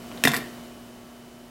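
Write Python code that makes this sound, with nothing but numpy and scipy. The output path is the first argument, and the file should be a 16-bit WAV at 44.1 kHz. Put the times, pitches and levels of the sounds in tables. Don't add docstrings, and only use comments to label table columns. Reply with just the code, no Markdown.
import sys
import numpy as np
from scipy import signal
from scipy.fft import rfft, irfft
from scipy.io import wavfile
from scipy.ndimage import uniform_filter1d

SR = 44100
rng = np.random.default_rng(int(sys.argv[2]) if len(sys.argv) > 2 else 0)


def voltage_ratio(level):
    return 10 ** (np.asarray(level, float) / 20)


def generate_wav(signal):
    frames = np.transpose(np.atleast_2d(signal))
    scaled = np.clip(frames, -1, 1) * 32767
    pcm = np.round(scaled).astype(np.int16)
    wavfile.write(sys.argv[1], SR, pcm)


N = 66150

# (frequency [Hz], level [dB rms])
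HUM_TONES = [(59.6, -67), (120, -61.5), (239.9, -48), (360.2, -58.5), (478.7, -96), (600, -63.5),
             (631.2, -63), (670.9, -63), (710.3, -60.5), (924.3, -68), (1128.8, -67.5), (1320, -67.5),
             (2912, -70), (3030.5, -64)]
# (frequency [Hz], density [dB per Hz])
AIR_SPECTRUM = [(20, -11.5), (90, -17), (180, -10), (330, -9.5), (800, -16.5), (2000, -23), (7000, -30),
                (16000, -34.5)]
# (time [s], level [dB])
BACKGROUND_FADER = [
    (0, 3.5),
    (.3, 7),
    (.6, 3.5),
    (0.749, 0.5),
    (1.1, -1),
    (1.5, -2),
]
# (frequency [Hz], level [dB], t60 [s])
TABLE_MODES = [(142, 0, 0.3), (160, -21, .06)]
# (time [s], peak level [dB])
TABLE_THUDS = [
    (0.237, -54),
    (.2745, -17.5),
    (0.34, -49.5),
    (0.367, -52),
]
# (frequency [Hz], level [dB], t60 [s])
SLOT_MODES = [(1030, 0, 0.013), (1556, 1, .006), (2230, 4, 0.0056), (3030, 3, 0.0086), (4180, 0, 0.0041)]
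# (time [s], peak level [dB], spectral tilt [dB per octave])
SLOT_TAPS = [
    (0.1155, -29, -4),
    (0.1227, -38, 1),
    (.1750, -31, 4),
    (0.1788, -34, 10),
]
# (frequency [Hz], level [dB], t60 [s])
SHELL_MODES = [(722.1, -4.5, 0.029), (1070, -0.5, 0.018), (1391, -8.5, 0.022), (1721, -10.5, 0.043),
               (1770, -3, 0.032), (1871, 4, 0.033), (2047, -7.5, 0.042), (2374, -9, 0.075),
               (2720, -9, 0.032), (3537, -7.5, 0.023), (911, -19, 0.033)]
# (frequency [Hz], level [dB], t60 [s])
EDGE_MODES = [(2680, -2, 0.018), (3310, 2, 0.01), (4420, 6.5, 0.0052), (5120, -0.5, 0.0094),
              (5190, -5, 0.023), (6800, -36.5, 0.015), (7900, 2, 0.0094), (8700, -24, .006),
              (10900, -6, 0.0068), (13700, -32, 0.0055), (13390, -18, 0.0053)]
# (frequency [Hz], level [dB], t60 [s])
COIN_MODES = [(8005, -18, 0.091), (8274, -26, 0.098), (9410, -16, 0.058), (10750, -21, 0.22),
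              (13350, -6, 0.043), (13230, -1.5, 0.065), (13460, -7, .04)]
# (frequency [Hz], level [dB], t60 [s])
BELLY_MODES = [(243.9, -0.5, 0.066), (266, -2.5, .04), (319, -11.5, 0.043), (438, -7.5, 0.027)]
# (time [s], shell clack peak [dB], edge click peak [dB],
# coin ring peak [dB], hollow boom peak [dB])
COIN_HITS = [(0.2379, -11, -8, -53.5, -23.5), (.2514, -10, -11, -20, -12.5), (0.253, -8.5, -17, -46.5, -15),
             (0.2729, -13, -26, -37, -28.5), (.2740, -4.5, -13.5, -40, -20.5),
             (0.2804, -39, -14.5, -25, -48), (.2910, -26, -32, -51, -31), (0.295, -23, -27, -48.5, -32.5),
             (.3170, -27, -22.5, -46, -48), (0.331, -46, -38, -27, -29.5), (0.336, -13, -27, -21, -24),
             (.3420, -11.5, -20.5, -23, -25.5), (.3490, -19.5, -24.5, -28, -32),
             (.3570, -18.5, -31, -44, -33.5), (0.3651, -28, -18, -26, -35.5),
             (.3740, -20.5, -39, -24.5, -30), (0.388, -29, -35, -41, -34), (0.414, -50, -42, -61, -42)]


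def fall(t, t60):
    return np.exp(-np.log(1000) * t / t60)


def unit(x):
    return x / np.sqrt(np.mean(x ** 2))


def walk(rate):
    k = int(SR / rate)
    steps = np.repeat(rng.standard_normal(N // k + 1), k)
    smooth = uniform_filter1d(uniform_filter1d(steps, k), k)
    return unit(smooth[:N])


def push(width_s):
    t = np.arange(2048) / SR
    return t * np.exp(-2 * t / width_s)


def ring(modes, detune, force, db):
    scatter_db = 3.5
    t = np.arange(SR // 3) / SR
    hz, mode_db, t60 = np.array(modes).T[:, :, None]
    level_chance, pitch_chance = rng.standard_normal((2, len(modes), 1))
    sign = (-1) ** np.floor(2 * np.log2(hz))
    level = sign * voltage_ratio(mode_db + scatter_db * level_chance)
    tone = np.sin(2 * np.pi * hz * (1 + detune * pitch_chance) * t)
    free = (level * fall(t, t60) * tone).sum(0)
    sound = signal.fftconvolve(free, force)
    return voltage_ratio(db) * sound / abs(sound).max()


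def place_at(out, time_s, sound):
    start = int(time_s * SR)
    out[start:start + len(sound)] += sound


def appliance_hum():
    wobble_db, wobble_hz = -0.3, 11.5
    t = np.arange(N) / SR
    out = np.zeros(N)
    for hz, db in HUM_TONES:
        level = np.sqrt(2) * voltage_ratio(db + wobble_db * walk(wobble_hz))
        out += level * np.sin(2 * np.pi * (hz * t + rng.random()))
    return out


def room_air():
    air_db, flicker_db, flicker_hz = -48, 0, 10
    f = np.maximum(np.arange(N // 2 + 1) * SR / N, 1)
    hz, db = np.array(AIR_SPECTRUM).T
    noise = rfft(rng.standard_normal(N)) * voltage_ratio(np.interp(np.log(f), np.log(hz), db))
    octave = np.log2(f / 30)
    out = np.zeros(N)
    for k in range(11):
        band = noise * np.clip(1 - abs(octave - k), 0, 1)
        out += irfft(band, N) * voltage_ratio(flicker_db * walk(flicker_hz))
    return voltage_ratio(air_db) * unit(out)


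def room(x):
    level_db, gap_s, split_hz = -10, 0.005, 5300
    t60_low_s, t60_high_s = 0.38, 0.15
    t = np.arange(SR * 2 // 3) / SR
    noise = rng.standard_normal(len(t))
    low = signal.sosfilt(signal.butter(1, split_hz, fs=SR, output="sos"), noise)
    tail = low * fall(t, t60_low_s) + (noise - low) * fall(t, t60_high_s)
    tail *= 1 - np.exp(-(t / gap_s) ** 2)
    tail /= np.sqrt(np.sum(tail ** 2))
    return x + voltage_ratio(level_db) * signal.fftconvolve(x, tail)[:N]


def table_thuds():
    out = np.zeros(N + SR)
    for time_s, db in TABLE_THUDS:
        place_at(out, time_s, ring(TABLE_MODES, 0.0061, push(0.004), db))
    return out[:N]


def slot_taps():
    out = np.zeros(N + SR)
    for time_s, db, tilt_db in SLOT_TAPS:
        rim = [(hz, mode_db + tilt_db * np.log2(hz / 2000), t60) for hz, mode_db, t60 in SLOT_MODES]
        place_at(out, time_s, ring(rim, 0.037, np.ones(1), db))
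    return out[:N]


def coin_hits():
    contact_s, chatter, boom_s = 0.0012, 0.1, 0.00062
    grit_db, grit_t60_s = -6.5, 0.044
    out = np.zeros(N + SR)
    t = np.arange(2048) / SR
    for time_s, shell_db, click_db, ring_db, boom_db in COIN_HITS:
        touch = chatter * rng.standard_normal(len(t)) * np.exp(-t / contact_s)
        touch[0] = 1
        sound = ring(SHELL_MODES, 0.019, touch, shell_db)
        sound += ring(EDGE_MODES, 0.035, touch, click_db)
        sound += ring(COIN_MODES, 0.00116, touch, ring_db)
        sound += ring(BELLY_MODES, 0.0088, push(boom_s), boom_db)
        grit = rng.standard_normal(len(t)) * fall(t, grit_t60_s)
        sound[:len(t)] += voltage_ratio(click_db + grit_db) * grit
        place_at(out, time_s, sound)
    return out[:N]


def scene():
    time_s, db = np.array(BACKGROUND_FADER).T
    fader = voltage_ratio(np.interp(np.arange(N) / SR, time_s, db))
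    background = fader * (appliance_hum() + room_air())
    near = room(table_thuds() + slot_taps() + coin_hits())
    band = signal.butter(3, [118.8, 13430], "band", fs=SR, output="sos")
    return (background + signal.sosfilt(band, near))[None]


def roll_off(x):
    return signal.sosfilt(signal.butter(12, 16820, fs=SR, output="sos"), x)


def record(dry):
    top_cut = signal.ellip(6, 0.2, 30, 15800, fs=SR, output="sos")
    mix = signal.sosfilt(top_cut, dry)
    return roll_off(mix)


dry = scene()
out = record(dry)
generate_wav(out)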